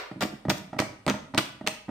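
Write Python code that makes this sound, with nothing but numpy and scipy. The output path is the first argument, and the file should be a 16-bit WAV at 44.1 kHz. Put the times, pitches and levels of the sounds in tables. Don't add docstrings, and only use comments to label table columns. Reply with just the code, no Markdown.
import sys
import numpy as np
from scipy import signal
from scipy.fft import rfft, irfft, next_fast_len
from scipy.io import wavfile
from scipy.ndimage import map_coordinates

SR = 44100
rng = np.random.default_rng(int(sys.argv[2]) if len(sys.argv) > 2 else 0)


def makeup_ratio(level_db):
    decades = np.asarray(level_db, float) / 20
    return 10 ** decades


def master(y):
    cut = np.clip(np.atleast_2d(y).T, -1, 1)
    pcm = np.round(cut * 32767)
    wavfile.write(sys.argv[1], SR, pcm.astype(np.int16))


N = 83790
LEAD = 8192
M = N + LEAD


def along(points, hz):
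    f, v = np.transpose(points)
    return np.interp(np.log(hz + 1), np.log(f + 1), v)


def filtered(x, response):
    n = x.shape[-1]
    m = next_fast_len(n + LEAD)
    spectrum = rfft(x, m) * response(np.fft.rfftfreq(m, 1 / SR))
    return irfft(spectrum, m)[..., :n]


def pair(n, alike):
    def mid_and_side(hz):
        turn = np.arccos(np.clip(along(alike, hz), -1, 1)) / 2
        return np.array([np.cos(turn), np.sin(turn)])

    mid, side = filtered(rng.standard_normal((2, n)), mid_and_side)
    return np.array([mid + side, mid - side])


def add(track, s, sound):
    part = track[..., LEAD + round(s * SR):][..., :sound.shape[-1]]
    part += sound[..., :part.shape[-1]]


# (f/Hz, level/dB per Hz)
HUM_SPECTRUM = [(15, -48), (25, 15), (206, -20), (503, -12), (607, -9), (6380, -33), (10100, -25),
                (14000, -41), (16000, -52)]
# (f/Hz, likeness 0 to 1)
ROOM_ALIKE = [(100, 0.93), (300, 0.96), (700, 0.2), (2000, 0.033), (10000, 0.017)]


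def hum():
    noise = filtered(pair(M, ROOM_ALIKE), lambda hz: makeup_ratio(along(HUM_SPECTRUM, hz)))
    return makeup_ratio(-58.5) * noise / noise.std()


# (t/s, level/dB, hold/s, treble tilt/dB per octave)
SLAPS = [
    (-.07, -22.5, 0.027, -1.5),
    (0.2056, -31, 0.029, 2.5),
    (0.4936, -24.5, 0.0083, 3.5),
    (0.7846, -27, 0.016, 0.5),
    (1.0776, -30, 0.028, -8.5),
    (1.375, -20, 0.0085, 0.5),
    (1.6635, -30.5, 0.011, 0.5),
]
# (f/Hz, level/dB per Hz)
SPLAT = [(180, -65), (300, -9.5), (511, -3), (634, -12), (1190, -6), (4370, -15), (10200, -36.5),
         (13500, -28), (16000, -42)]


def batter():
    rise_s, fall_s = 0.0062, 0.032
    spits_per_s, spit_db = 700, 4
    out, t = np.zeros((2, M)), np.arange(SR // 5) / SR
    for s, db, hold_s, tilt_db in SLAPS:
        fall_db = 30 * np.maximum(t - hold_s, 0) / fall_s
        level = makeup_ratio(db - fall_db) * np.minimum(t / rise_s, 1)
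        spit = map_coordinates(rng.standard_normal(spits_per_s), [t * spits_per_s])
        colour = lambda hz: makeup_ratio(along(SPLAT, hz) + tilt_db * np.log2(1 + hz / 2000))
        wet = filtered(pair(len(t), [(300, 1.0), (2000, 0.51), (9000, 0.13)]), colour)
        add(out, s, wet / wet.std() * makeup_ratio(spit_db * spit) * level)
    return out


# (f/Hz, t60/s)
KITCHEN_T60 = [(100, 0.82), (300, 0.51), (1000, 0.51), (3000, 0.52), (8000, 0.36), (14000, 0.34)]
# (f/Hz, level/dB)
WET = [(100, -12), (300, -11), (1000, -7), (3000, -7.5), (8000, -2), (14000, -2.5)]


def kitchen(x, count=8):
    out = np.zeros((2, M))
    for part in np.array_split(np.arange(M), count):
        hz, t, z = signal.stft(pair(SR // 2, ROOM_ALIKE), SR, nperseg=256)
        decay = makeup_ratio(-60 * t / along(KITCHEN_T60, hz)[:, None])
        tail = signal.istft(z * decay, SR, nperseg=256)[1]
        build_up = np.minimum(np.arange(tail.shape[1]) / SR / 0.0017, 1)
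        tail = tail / np.linalg.norm(tail[0]) * build_up
        add(out, (part[0] - LEAD) / SR, signal.fftconvolve(x[None, part], tail, axes=1))
    return filtered(out, lambda hz: makeup_ratio(along(WET, hz)))


def ring(modes, t):
    contact_s = 0.00057
    hz, db, t60 = np.transpose(modes)[..., None]
    db = db + 1.5 * rng.standard_normal(hz.shape)
    sign = rng.choice([-1, 1], hz.shape)
    hz = hz * (1 + 0.01 * rng.standard_normal(hz.shape))
    sines = sign * makeup_ratio(db - 60 * t / t60) * np.sin(2 * np.pi * hz * t)
    x = np.sum(sines, axis=0) * (1 - np.exp(-t / contact_s))
    return x / np.abs(x).max()


# (t/s, peak level/dB, contact brightness f/Hz, belly over rim/dB)
NUDGES = [(.1135, -20.5, 1240, -1.5), (.159, -30.5, 600, 7), (.175, -35, 600, 5), (.194, -40, 600, 12),
          (.327, -32, 596, 9), (.339, -42, 584, -6), (.4515, -17.5, 1330, 1.5), (.469, -33.5, 800, 12),
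          (.4835, -13, 1200, 2.5), (.7305, -15, 1200, -7), (.7435, -23.5, 1200, -4), (.7645, -21, 1090, 0),
          (1.0650, -11.5, 1560, -4), (1.0705, -15, 1270, -8), (1.1405, -16, 1420, -5),
          (1.3385, -17, 1330, -3), (1.3468, -12, 1620, -3.5), (1.6105, -20.5, 1250, -3),
          (1.6425, -27.5, 1000, 2.5), (1.722, -29.5, 895, -6), (1.8825, -23, 1000, 0),
          (1.8905, -16.5, 1060, -1.5)]
# (t/s, peak level/dB, contact brightness f/Hz, belly over rim/dB)
BLOWS = [(.2085, -17.5, 2000, -7.5), (.2185, -14.5, 2010, -39), (.2275, -11, 2160, -2.5),
         (.2515, -19.5, 1510, 3), (.4995, -8.5, 2420, -8), (.5065, -26, 1980, 11.5),
         (.5135, -15, 1600, -3.5), (.7910, -14, 2090, -9), (.8010, -14.5, 1980, 8), (.8195, -12, 1500, -11),
         (1.0793, -5.5, 1970, -5), (1.0920, -17, 1520, 3.5), (1.1000, -16.5, 1430, 4.5),
         (1.3752, -25, 2000, 8), (1.3795, -7, 2550, -1), (1.6742, -14.5, 2500, -10)]
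# (f/Hz, level/dB, t60/s)
BELLY = [(106, -10, 0.05), (132.5, -8.5, 0.12), (148.4, -7, 0.065), (200.8, -4, .12), (226.8, -5.5, 0.089),
         (271.4, -5, 0.09), (310, -3, 0.064), (338, -6.5, 0.044)]
# (f/Hz, level/dB, t60/s)
RIM = [(426, -9.5, 0.065), (585, -0.5, 0.047), (627.8, 1, 0.097), (756, 1.5, 0.035), (847, 4.5, 0.031),
       (962.4, -1.5, 0.041), (1250, 4.5, 0.019), (1480, -5.5, 0.025), (1900, 0.5, 0.054),
       (2166, -10, 0.042)]


def bowl():
    knock_db, thud_db, thud_t60 = -8, -4.5, 0.063
    out, t = np.zeros(M), np.arange(SR // 4) / SR
    for s, db, soft_hz, belly_db in list(NUDGES) + list(BLOWS):
        thud = makeup_ratio(thud_db - 60 * t / thud_t60) * rng.standard_normal(len(t))
        body = ring(RIM, t) + makeup_ratio(belly_db) * ring(BELLY, t) + thud
        knock = filtered(body, lambda hz: 1 / (1 + 1j * hz / soft_hz) ** 2)
        add(out, s, makeup_ratio(db + knock_db) * knock)
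    return out


# (t/s, peak level/dB, pitch f/Hz, left over right/dB)
SNAPS = [(.2085, -19, 3500, 0), (.2243, -14, 3200, 0), (.2310, -15, 2300, 0), (.260, -30, 6500, 0),
         (.4962, -15, 5000, 1), (.4998, -8, 1700, 0), (.5063, -16, 2500, 0), (.5755, -35, 6500, 2),
         (.5820, -30, 6000, 2), (.7922, -12, 1600, -1), (.8014, -13, 4500, 0), (.8168, -25, 2800, 0),
         (1.0652, -18, 2200, -4), (1.0793, -13, 1940, 0), (1.0845, -19, 3500, 0), (1.0928, -21, 3290, 0),
         (1.0985, -10, 3000, 0), (1.1125, -28, 6000, 0), (1.3468, -20, 2200, -2), (1.3753, -16, 1930, -2),
         (1.3790, -5, 2860, 1), (1.3842, -13, 3500, 1), (1.6670, -24, 2500, 0), (1.6740, -7, 2600, -1),
         (1.6836, -18, 3640, 0)]


def wires():
    snap_db, crack_db = -3, -2
    cycles, crack_s = 2.62, 0.0017
    halves = np.array([[0.5], [-0.5]])
    out, t = np.zeros((2, M)), np.arange(SR // 50) / SR
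    for s, db, hz, pan_db in SNAPS:
        tone = makeup_ratio(-30 * t * hz / cycles) * np.sin(2 * np.pi * hz * t)
        crack = makeup_ratio(crack_db - 30 * t / crack_s) * pair(len(t), [(1000, 0.71), (8000, 0.12)])
        colour = lambda f: 1j * f / (1 + 0.5j * f / hz) ** 2 / (1 + 1j * f / 7000) ** 2
        snap = filtered((tone + crack) * (1 - np.exp(-t / 0.0003)), colour)
        peak = np.abs(snap.mean(axis=0)).max()
        add(out, s, makeup_ratio(db + snap_db + halves * pan_db) * snap / peak)
    return out


def scene():
    near = batter() + bowl() + wires()
    return (near + kitchen(near.mean(axis=0)) + hum())[:, LEAD:]


def band_limit(x):
    return signal.sosfilt(signal.butter(12, 16810, fs=SR, output="sos"), x)


# (f/Hz, left over right/dB)
PORTS = [(100, -1.2), (400, -3), (1000, -1), (4000, 0.5), (8000, 3.5), (12000, 6.5), (14000, 15)]
# (f/Hz, level/dB)
CAPSULE = [(25, -15), (90, 0.5), (9300, 2), (10200, -10.5), (12300, -6.5), (13000, -2.5), (15200, -3),
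           (16300, -25)]


def record(dry):
    halves = np.array([[0.5], [-0.5]])
    mix = filtered(dry, lambda hz: makeup_ratio(halves * along(PORTS, hz) + along(CAPSULE, hz)))
    return band_limit(mix)


dry = scene()
out = record(dry)
master(out)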